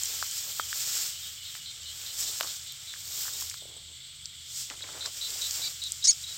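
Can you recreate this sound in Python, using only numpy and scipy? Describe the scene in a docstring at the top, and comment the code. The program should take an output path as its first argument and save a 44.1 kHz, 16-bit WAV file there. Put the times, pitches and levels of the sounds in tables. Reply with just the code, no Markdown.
"""A grassy field at night. Close by, grass swishes, ticks and snaps as someone pushes through; the ground scuffs.
Near the end a small rodent gives one sharp, rasping squeak. Small frogs rattle five times a second.
A far insect chorus hisses, thin whistles curl and a distant engine hums.
Grass and soil are noise and random slips under movement envelopes; snaps and knocks are short bursts through
resonators; animals are harmonics, pulse trains and gliding sines; insects, engine and air are shaped noise."""
import sys
import numpy as np
from scipy import signal
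from scipy.fft import rfft, irfft, next_fast_len
from scipy.io import wavfile
from scipy.ndimage import uniform_filter1d

SR = 44100
rng = np.random.default_rng(int(sys.argv[2]) if len(sys.argv) > 2 else 0)


def transcribe(signal):
    """Save signal, clipped to [-1, 1], as a 16-bit WAV file at the path in sys.argv[1]."""
    frames = np.atleast_2d(signal).T
    limited = np.clip(frames, -1, 1)
    pcm = np.round(limited * 32767).astype(np.int16)
    wavfile.write(sys.argv[1], SR, pcm)


N = 281029
TIME_S = np.arange(N) / SR

# Event levels are before each function's gain_db.
# Strides and smaller brushes; rise and fall span 10 dB:
# full_strength_s, hold_s, level_db, rise_s, fall_s, extra_body_db, extra_sheen_db
SWEEPS = [(0.0, .18, -35.3, .1, .7, 0, 1), (0.378, .008, -35.5, .03, .04, -4, 0),
          (0.45, .15, -46.5, .05, .15, -1, 10), (0.745, .05, -38.5, .03, .1, -2, 4),
          (0.92, .11, -31.8, .22, .115, 0, 0), (1.22, .1, -46, .04, .1, 4, 6),
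          (1.5, .07, -45.3, .1, .1, 4, 4), (1.7, .15, -49, .1, .1, 3, -6),
          (1.99, .16, -42.3, .14, .1, 2, 3), (2.205, .01, -31.7, .05, .25, -4, -1),
          (2.34, .03, -42, .05, .08, 3, 2), (2.47, .03, -40, .05, .13, 1, 1),
          (2.68, .26, -49, .15, .15, 4, -2), (3.19, .06, -35.8, .18, .13, -2, 4),
          (3.4, .005, -36, .12, .14, -2.5, 2), (4.58, .035, -35.5, .085, .06, -7, -4),
          (4.72, .22, -48, .05, .2, 1, -8), (5.055, .005, -41, .05, .025, 2, -6),
          (5.33, .33, -36.7, .32, .16, -.5, -.5), (5.53, .06, -38, .04, .07, -3, -1),
          (5.85, .5, -43.5, .1, .1, -2, -3.5), (6.31, .06, -46, .04, .05, 4, -3)]
# Feet scuffing the ground: full_strength_s, hold_s, level_db, rise_s, fall_s, lowpass_hz
SCUFFS = [(0.1, .06, -62, .03, .05, 1200), (0.47, .02, -63, .03, .04, 2000), (0.9, .1, -68, .15, .06, 3000),
          (2.0, .15, -72, .2, .05, 3000), (2.22, .12, -66, .03, .05, 2000),
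          (2.412, .035, -55, .005, .04, 2000), (3.17, .25, -68, .15, .06, 3000),
          (3.625, .15, -62.5, .02, .05, 750), (3.895, .005, -68, .015, .06, 800),
          (4.708, .012, -53.5, .008, .025, 4000), (4.838, .065, -58, .025, .025, 3500),
          (4.942, .06, -56.5, .02, .012, 2500), (5.048, .03, -55.5, .025, .012, 6000),
          (5.32, .06, -62.5, .12, .1, 1500), (5.58, .06, -62, .04, .06, 2000),
          (6.31, .005, -64, .012, .025, 800)]
# Thick stalks and clods breaking: start_s, peak_db, pitch_hz, ring_width_hz
KNOCKS = [(0.225, -19.5, 1320, 400), (0.596, -15.8, 1300, 270), (0.7275, -23.5, 1680, 400),
          (1.551, -35, 1300, 1500), (2.400, -35, 1100, 900), (2.4078, -20, 1270, 650),
          (2.4083, -30, 600, 500), (2.4312, -30, 1200, 1400), (2.4455, -36, 1150, 900),
          (2.4705, -39, 1250, 900), (2.9375, -31, 1650, 600), (2.96, -42, 1550, 600),
          (3.253, -36, 1300, 500), (3.266, -38, 1550, 500), (3.28, -31, 1350, 800), (3.288, -37, 1450, 500),
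          (3.421, -35, 1100, 1100), (3.512, -34, 2200, 1100), (3.541, -36, 1300, 1200),
          (3.621, -45, 540, 330), (3.653, -44, 500, 330), (3.765, -50, 520, 330), (4.701, -34, 1900, 700),
          (4.7095, -37, 1100, 1400), (4.7155, -36, 1400, 1600), (4.807, -41, 1700, 600),
          (4.84, -36, 2210, 350), (4.867, -38, 2210, 500), (4.889, -39, 1140, 600), (4.935, -40, 2200, 900),
          (5.025, -39, 1480, 700), (5.055, -31, 1750, 900), (5.059, -32, 1450, 1300),
          (5.359, -45, 650, 330), (5.593, -45, 580, 330)]
# Loudest dry blades snapping: start_s, first_millisecond_db, pitch_hz, splinter_s, lowpass_hz
SNAPS = [(0.034, -19, 7200, .001, 9000), (0.226, -26.5, 4200, .002, 8000), (0.5965, -33, 3500, .001, 8000),
         (0.728, -30, 3000, .002, 9000), (1.552, -36, 3000, .002, 6000), (2.208, -26, 7200, .005, 14000),
         (2.401, -29, 4800, .002, 14000), (2.4087, -22, 3500, .004, 15000),
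         (2.409, -27, 12500, .002, 16000), (2.427, -28, 4900, .001, 14000), (2.432, -32, 2900, .003, 12000),
         (2.473, -29, 4700, .001, 14000), (2.722, -38, 13000, .002, 15000), (3.409, -27, 7300, .002, 12000),
         (3.4975, -26, 7400, .001, 10000), (3.541, -34, 4000, .002, 9000), (4.256, -27.5, 6500, .002, 8000),
         (4.6995, -30, 3600, .007, 7500), (5.059, -26, 5000, .01, 8000), (5.304, -28, 5800, .001, 9000),
         (5.419, -26, 6000, .002, 14000), (5.442, -29, 6500, .001, 9000), (5.509, -23, 6600, .001, 11000),
         (5.838, -27, 6800, .001, 11000), (5.920, -20, 7600, .001, 17000)]
# Notes of the rodent's squeak: start_s, length_s, top_pitch_hz, level_db, roughness_share
SQUEAK = [(6.041, .029, 1900, -18.6, 1), (6.0705, .0495, 2252, -13.8, .05), (6.123, .015, 2600, -31, .2)]
# Thin peeps of a second animal: start_s, length_s, top_pitch_hz, level_db, roughness_share
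PEEPS = [(5.635, .029, 2335, -33, .1), (5.667, .024, 2320, -35, .1)]
# Calls of the nearer frogs: start_s, length_s, level_db, base_pulses_per_s,
# extra_start_rate_share, extra_arch_rate_share, sac_hz, sac_width_hz
CROAKS = [(1.225, .07, -45.5, 422, -.05, -.03, 3650, 450), (1.452, .06, -43.5, 408, .03, .01, 3880, 500),
          (1.658, .062, -41, 408, .04, .005, 3920, 400), (1.856, .062, -42.5, 408, .04, .01, 3930, 400),
          (2.062, .06, -42.5, 406, .02, .005, 3900, 400), (2.26, .055, -41, 400, .03, .01, 3850, 450),
          (2.465, .055, -43, 408, .03, .01, 3920, 500), (2.662, .064, -45, 400, .04, .015, 3850, 450),
          (2.873, .064, -42.5, 394, -.02, .015, 3770, 450), (3.11, .05, -46, 412, 0, .01, 3700, 400),
          (3.33, .05, -45, 414, 0, .01, 3750, 350), (3.57, .06, -47.5, 394, .05, .03, 3620, 400),
          (4.01, .05, -52, 415, 0, .01, 3780, 400), (4.821, .018, -38, 425, 0, 0, 3850, 350),
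          (5.007, .062, -36.8, 367, -.01, .01, 3880, 300), (5.211, .069, -33.8, 361, -.03, .02, 3880, 300),
          (5.413, .068, -33.6, 357, -.05, .065, 3860, 320), (5.617, .068, -33.2, 353, .02, .06, 3900, 280),
          (5.817, .069, -34.3, 346, .025, .055, 3880, 280), (6.024, .067, -36, 350, .01, .03, 3880, 280),
          (6.236, .018, -38.5, 358, 0, 0, 3885, 280), (6.264, .072, -40, 350, .01, .03, 3885, 280)]
# Far singers' dipping whistles: start_s, length_s, lowest_pitch_hz, level_db
WHISTLES = [(0.0, .09, 3150, -49), (0.13, .08, 3020, -48), (0.23, .1, 3060, -47), (0.35, .08, 3080, -50),
            (0.47, .07, 3100, -50), (0.575, .07, 3160, -45.5), (0.645, .08, 2980, -49),
            (1.1, .12, 2930, -51), (1.215, .075, 3170, -48), (1.23, .08, 2980, -51), (1.36, .11, 2940, -50),
            (1.44, .09, 3030, -50), (1.585, .09, 2920, -51), (1.65, .07, 3080, -51),
            (1.825, .125, 2930, -50), (1.86, .07, 3130, -51), (2.075, .055, 3050, -48)]
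# Insect chorus bands: centre_hz, width_hz, level_db
INSECTS = [(2200, 370, -65), (3190, 480, -56), (3530, 560, -54), (4300, 790, -55.5), (7500, 690, -57),
           (8020, 603, -57)]
# Far engine bands: centre_hz, width_hz, level_db
ENGINE = [(46, 16, -73.5), (79.4, 6.1, -62.5), (99.4, 11, -68), (125, 9.5, -67), (149, 8.7, -71.5),
          (172.2, 11, -76)]
# Spectrum of the grass swish: frequency_hz, relative_db_per_hz
GRASS_SPECTRUM = [(290, -42), (500, -24), (658, -23), (986, -23), (1320, -13.5), (1860, -14), (2910, -8),
                  (3830, -5.5), (5420, 0), (6270, -3.5), (7350, 2), (7900, -0.5), (10100, -18.5),
                  (14100, -8), (15800, -12)]
# Spectrum of crunching soil: frequency_hz, relative_db_per_hz
GROUND_SPECTRUM = [(130, -34), (220, -7), (350, -1), (550, 0), (900, -1.5), (1400, -2), (1900, -5.5),
                   (2600, -8), (4000, -20), (8000, -55)]
# Spectrum of the squeak's mouth: frequency_hz, relative_db
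SQUEAK_MOUTH = [(1200, -27), (2200, -25.5), (3300, -15), (4500, -5.5), (5100, 5.5), (6700, 1.5),
                (7700, -5.5), (9000, -11), (10000, -23), (11300, -34), (13000, -50)]
# Spectrum of the peeping throat: frequency_hz, relative_db
PEEP_THROAT = [(2300, -11.5), (4600, 3), (7000, -20), (10000, -45)]
# Spectrum of the night air: frequency_hz, relative_db_per_hz
NIGHT_AIR = [(25, -24), (40, -2), (150, -1), (220, 0.5), (500, -4.5), (950, -9.5), (1450, 4.5), (1850, -4),
             (2600, -0.5), (4000, 9), (6300, -1), (8300, 5), (9500, -16), (15800, -13)]
# Likeness of left and right: frequency_hz, likeness_share
LIKENESS = [(100, 1), (7000, 1), (8500, 1), (10500, 0.42), (16000, 0.72)]

CUTOFF_HZ = 15850
REST_DB = -55.3   # the blades never quite settle
CREST_SHARE = .52   # a note is highest, loudest and cleanest this far through
NOTE_RISE_DB, NOTE_FALL_DB = 7, 14
ARCH_AT_SHARE, ARCH_WIDTH_SHARE = .44, .17   # place and width of the rate arch within a call
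STUTTER_SHARE, SETTLE_S = .03, .014   # first pulses come unevenly, then settle


def grass(brush, body, sheen, gain_db=1.2, flutter_db=.7, body_hz=3600, bright_hz=11500, bright_per_db=.26):
    """Blades slide past each other, brighter when brushed harder; thick ones add body, dry ones sheen."""
    mid, side = [coloured(friction(slips_per_s=1800, spread_db=2.2, smooth=1.7), GRASS_SPECTRUM)
                 for _ in range(2)]
    rub = widen(mid, side)
    low = filtered(rub, lambda hz: 1 / (1 + (hz / body_hz) ** 6))
    top = filtered(rub, lambda hz: 1 / (1 + (bright_hz / hz) ** 12))
    middle = rub - low - top
    brush_db = 20 * np.log10(brush)
    brighter = from_db(bright_per_db * np.clip(brush_db + 38, -10, 5))
    swish = low * body + middle * brush + top * sheen * brighter
    return swish * from_db(gain_db + flutter_db * drift(22))


def brushing():
    """Brushing strength as gains of swish, body and sheen; sweeps add in power."""
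    power = 0
    for *movement, body_db, sheen_db in SWEEPS:
        power = power + (stroke(*movement) * from_db([[0], [body_db], [sheen_db]])) ** 2
    return np.sqrt(from_db(REST_DB) ** 2 + power)


def stroke(full_s, hold_s, level_db, rise_s, fall_s):
    """Gain of one movement: it swells, holds and dies away."""
    before = np.maximum(full_s - TIME_S, 0) / rise_s
    after = np.maximum(TIME_S - full_s - hold_s, 0) / fall_s
    return from_db(level_db - 10 * np.minimum(before + after, 10))


def friction(slips_per_s, spread_db, smooth):
    """Countless tiny slips of uneven size over a smooth rub."""
    sizes = from_db(spread_db * np.minimum(rng.exponential(1, N), 5)) * rng.choice([-1, 1], N)
    chance = slips_per_s * from_db(3 * drift(25)) / SR
    slips = sizes * (rng.random(N) < chance)
    return rms_one(slips) + smooth * rng.standard_normal(N)


def snaps(rows, gain_db=0.3, width_hz=3000, tail_db=-14, hollow_hz=10300, hollow_width_hz=4000):
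    """A dry blade cracks: its fibres part within about a millisecond, then splinter briefly."""
    out, t = np.zeros(N), TIME_S[:SR // 20]
    tearing = np.exp(-(t / .0008) ** 2)
    for start_s, level_db, pitch_hz, splinter_s, lowpass_hz in rows:
        splintering = from_db(tail_db) * np.exp(-t / splinter_s)
        fibres = rng.choice([-1, 1], len(t)) * (tearing + splintering)
        snap = resonate(fibres, pitch_hz, width_hz)
        snap = butter(snap, 3, .55 * pitch_hz, "high")
        snap = snap - .85 * resonate(snap, hollow_hz, hollow_width_hz)   # a hollow in the treble
        snap = butter(snap, 5, min(lowpass_hz, .45 * SR))
        first_ms = np.std(snap[:44])
        add(out, start_s + .0007, snap / first_ms * from_db(level_db + gain_db))
    return out


def small_snaps(brush, count=12, over_db=6, spread_db=1.5, pitch_hz=6200, splinter_s=.0015, lowpass_hz=11000):
    """Thin blades give way at random, more often and louder when brushed harder; rows as in SNAPS."""
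    chance = np.cumsum(np.sqrt(brush))
    at = np.searchsorted(chance, rng.random(count) * chance[-1])
    rows = []
    for i, (loud, high) in zip(at, rng.standard_normal((count, 2))):
        level_db = 20 * np.log10(brush[i]) + over_db + spread_db * loud
        rows.append((TIME_S[i], level_db, pitch_hz * 2 ** (.2 * high), splinter_s, lowpass_hz))
    return rows


def knocks(gain_db=0.7, top_ratio=1.5, thud_hz=620, thud_width_hz=520, thud_db=-19, tail_db=-32, tail_s=.005):
    """A stalk or clod gives way with a jolt that rings for a few cycles and thuds into the soil."""
    out, t = np.zeros(N), TIME_S[:SR // 20]
    for start_s, peak_db, pitch_hz, width_hz in KNOCKS:
        jolt = (t == 0) + from_db(tail_db) * rng.standard_normal(len(t)) * np.exp(-t / tail_s)
        weight = np.clip((peak_db + 23) / 5, 0, 1.2)   # only the heavy ones shake the soil
        thud = from_db(thud_db) * weight * resonate(jolt, thud_hz, thud_width_hz)
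        ring = resonate(resonate(jolt, pitch_hz, width_hz), pitch_hz, .9 * pitch_hz)
        knock = butter(ring - thud, 5, top_ratio * pitch_hz)
        add(out, start_s + .0008, knock / np.abs(knock).max() * from_db(peak_db + gain_db))
    return out


def ground(brush, gain_db=5.0, litter_db=-37, lumpy_db=1.6):
    """Crumbs of soil and litter crunch dully in lumps: under each foot, and faintly with every sweep."""
    crumbs = friction(slips_per_s=1200, spread_db=2.4, smooth=0.9)
    crunch = coloured(crumbs * from_db(lumpy_db * drift(60)), GROUND_SPECTRUM)
    out = crunch * brush * from_db(litter_db)
    for *movement, lowpass_hz in SCUFFS:
        out = out + stroke(*movement) * butter(crunch, 2, lowpass_hz)
    return out * from_db(gain_db)


def cry(pitch_hz, gain, rough, mouth, chaos):
    """A tiny larynx: clean harmonics that break into a rasp when the cycles turn irregular."""
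    phase = 2 * np.pi * np.cumsum(pitch_hz * (1 + chaos * rough * drift(1100))) / SR
    harmonics = sum(np.sin(k * phase) for k in range(1, 6))
    voice = coloured(harmonics + .9 * rough * rng.standard_normal(N), mouth)
    local_power = np.abs(uniform_filter1d(voice ** 2, size=130))
    return gain * voice / np.sqrt(local_power + 1e-9)


def arches(notes, scoop, droop, rasp, clean_share=.35):
    """Pitch, gain and roughness of notes that scoop to a crest, droop after it and turn hoarse at both ends."""
    pitch_hz, gain, rough = np.full(N, 1.0 * notes[0][2]), np.zeros(N), np.zeros(N)
    for start_s, length_s, top_hz, level_db, top_rough in notes:
        on = (TIME_S >= start_s) & (TIME_S < start_s + length_s)
        share = (TIME_S[on] - start_s) / length_s
        before = np.maximum(1 - share / CREST_SHARE, 0)
        after = np.maximum(share - CREST_SHARE, 0) / (1 - CREST_SHARE)
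        pitch_hz[on] = top_hz * (1 - scoop * before ** 2 - droop * after ** 2)
        gain[on] = from_db(level_db - NOTE_RISE_DB * before - NOTE_FALL_DB * after)
        rough[on] = top_rough + rasp * np.maximum(before + after - clean_share, 0)
    return pitch_hz, uniform_filter1d(gain, size=44), np.clip(rough, 0, 1)


def frogs(gain_db=-1.8, scatter_db=-11):
    """The nearer frogs call five times a second; scatter from the plants roughens their pulses."""
    out = np.zeros(N)
    for start_s, length_s, level_db, *voice in CROAKS:
        add(out, start_s, croak(length_s, *voice) * from_db(level_db + gain_db))
    return out + from_db(scatter_db) * field_scatter(out, decay_s=.008)


def croak(length_s, pulses_per_s, onset, arch, sac_hz, sac_width_hz, jitter=.005, uneven_db=.9,
          kick_db=1.8, kick_s=.006, release_s=.01, skin_width_hz=850):
    """Fast pulses ring the vocal sac: a hard, ragged start, then an arch in rate; rms 1 while it lasts."""
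    t = TIME_S[:SR // 8]
    unsettled = np.exp(-t / SETTLE_S)
    bump = np.exp(-((t / length_s - ARCH_AT_SHARE) / ARCH_WIDTH_SHARE) ** 2)
    rate = pulses_per_s * (1 + onset * unsettled + arch * bump)
    pulse_index = (t * pulses_per_s).astype(int) % 128
    late, loud = rng.standard_normal((2, 128))[:, pulse_index]
    cycles = np.cumsum(rate * (1 + late * (jitter + STUTTER_SHARE * unsettled))) / SR - .5
    pulses = sum(np.cos(2 * np.pi * k * cycles) for k in range(5, 15))
    pulses = pulses * from_db(uneven_db * loud + kick_db * np.exp(-t / kick_s))
    release = np.clip((length_s - t) / release_s, 0, 1)
    sac = resonate(pulses * release, sac_hz, sac_width_hz)
    call = resonate(sac, sac_hz, skin_width_hz)
    return rms_one(call) * np.sqrt(length_s / t[-1])


def field_scatter(x, decay_s=0.033):
    """Plants and banks throw back a short, faint tail."""
    t = TIME_S[:SR // 5]
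    echoes = rng.standard_normal(len(t)) * np.exp(-t / decay_s) * (t > .004)
    return signal.fftconvolve(x, echoes / np.linalg.norm(echoes))[:N]


def whistles(gain_db=0.0, lowest_share=.44, curl_hz_per_s2=110000, waver=.02, flutter_db=3.0, fade_s=.012,
             scatter_db=-1):
    """A thin, hoarse tone slides down to its lowest pitch and curls up again, broken up by the plants."""
    out, t = np.zeros(N), TIME_S[:SR // 6]
    unsteady, flutter = 1 + waver * drift(220), from_db(flutter_db * drift(120))
    for start_s, length_s, low_hz, level_db in WHISTLES:
        curl_hz = low_hz + curl_hz_per_s2 * (t - lowest_share * length_s) ** 2
        pitch_hz = curl_hz * unsteady[int(start_s * SR):][:len(t)]
        fade = np.clip(np.minimum(t, length_s - t) / fade_s, 0, 1)
        tone = np.sin(2 * np.pi * np.cumsum(pitch_hz) / SR)
        add(out, start_s, fade * from_db(level_db + gain_db) * tone)
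    direct, scattered = out * flutter, from_db(scatter_db)
    return (direct + scattered * field_scatter(direct, decay_s=.012)) / np.hypot(1, scattered)


def far_frogs(level_db=-62.5, low_hz=3100, high_hz=3680, count=11, spread_db=1.2, onset=.03, arch=.04, detune=.04):
    """Many further off keep a similar rhythm, each on its own pitch; the plants blur them into a shimmer."""
    out = np.zeros(N)
    for sac_hz in np.geomspace(low_hz, high_hz, count):
        starts_s = rng.uniform(0, .2) - .4 + np.cumsum(rng.uniform(.17, .25, 36))
        for start_s, (loud, sharp) in zip(starts_s, rng.standard_normal((36, 2))):
            if 0 <= start_s < TIME_S[-1]:
                pulses_per_s = sac_hz / 9 * (1 + detune * sharp)
                call = croak(.07, pulses_per_s, onset, arch, sac_hz, sac_width_hz=380)
                add(out, start_s, call * from_db(level_db + spread_db * loud))
    return field_scatter(out, decay_s=.025)


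def insects(shimmer_db=2.0):
    """Many far singers of each kind merge into a shimmering band."""
    return sum(from_db(db + shimmer_db * drift(30)) * band(hz, width_hz) for hz, width_hz, db in INSECTS)


def engine():
    """Only the lowest orders carry this far, blurred by the air."""
    return sum(from_db(db) * band(hz, width_hz) for hz, width_hz, db in ENGINE)


def night_air(level_db=-58):
    """Steady broadband noise of the open field."""
    mid, side = [coloured(rng.standard_normal(N), NIGHT_AIR) for _ in range(2)]
    return from_db(level_db) * widen(mid, side)


def from_db(db):
    """Decibels to gain."""
    return 10 ** (np.asarray(db) / 20)


def rms_one(x):
    """Scale to rms 1."""
    return x / np.sqrt(np.mean(x ** 2) + 1e-20)


def at_hz(points, hz):
    """Read a table along log frequency."""
    f_hz, value = np.transpose(points)
    return np.interp(np.log(hz), np.log(f_hz), value)


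def filtered(x, gain):
    """Apply a gain given as a function of frequency."""
    size = next_fast_len(N, True)
    hz = np.maximum(np.fft.rfftfreq(size, 1 / SR), 1)
    return irfft(rfft(x, size) * gain(hz), size)[..., :N]


def coloured(x, spectrum):
    """Give a signal a spectrum; rms 1."""
    return rms_one(filtered(x, lambda hz: from_db(at_hz(spectrum, hz))))


def drift(rate_hz):
    """Random fluctuation, slower than about rate_hz, with spread 1."""
    return rms_one(filtered(rng.standard_normal(N), lambda hz: 1 / (1 + (hz / rate_hz) ** 4)))


def band(centre_hz, width_hz):
    """Noise in a steep-sided resonance; rms 1."""
    def gain(hz):
        return 1 / (1 + ((hz - centre_hz) / width_hz * 2) ** 4) ** .5
    return rms_one(filtered(rng.standard_normal(N), gain))


def resonate(x, hz, width_hz):
    """Two-pole resonance with gain 1 on top."""
    r = np.exp(-np.pi * width_hz / SR)
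    zeros = np.array([1, 0, -1]) * (1 - r * r) / 2
    poles = [1, -2 * r * np.cos(2 * np.pi * hz / SR), r * r]
    return signal.lfilter(zeros, poles, x + 1e-18)


def butter(x, order, hz, kind="low"):
    """Butterworth low- or highpass."""
    return signal.sosfilt(signal.butter(order, hz, kind, fs=SR, output="sos"), x)


def add(out, start_s, sound):
    """Mix a sound in at a time."""
    start = int(np.clip(start_s * SR, 0, N - 1))
    out[start:start + len(sound)] += sound[:N - start]


def widen(mid, side):
    """Left and right, alike except in the top treble."""
    def side_gain(hz):
        alike = np.clip(at_hz(LIKENESS, hz), 0, 1)
        return np.sqrt((1 - alike) / (1 + alike))
    return mid + filtered(side, side_gain) * np.array([[1], [-1]])


def scene():
    """Near sounds with their scatter, over the steady night."""
    brush, body, sheen = brushing()
    squeak = cry(*arches(SQUEAK, scoop=.14, droop=.27, rasp=2.0), SQUEAK_MOUTH, chaos=.17)
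    peeps = cry(*arches(PEEPS, scoop=.025, droop=.025, rasp=.1), PEEP_THROAT, chaos=.153)
    near = knocks() + snaps(SNAPS + small_snaps(brush)) + frogs() + squeak + peeps
    scatter = from_db(-27) * field_scatter(near)
    movement = grass(brush, body, sheen) + ground(brush)
    night = whistles() + far_frogs() + insects() + engine() + night_air()
    return near + scatter + movement + night


def record(dry):
    """Cut the top steeply with an elliptic lowpass."""
    return signal.sosfilt(signal.ellip(10, .1, 80, CUTOFF_HZ, fs=SR, output="sos"), dry)


dry = scene()
out = record(dry)
transcribe(out)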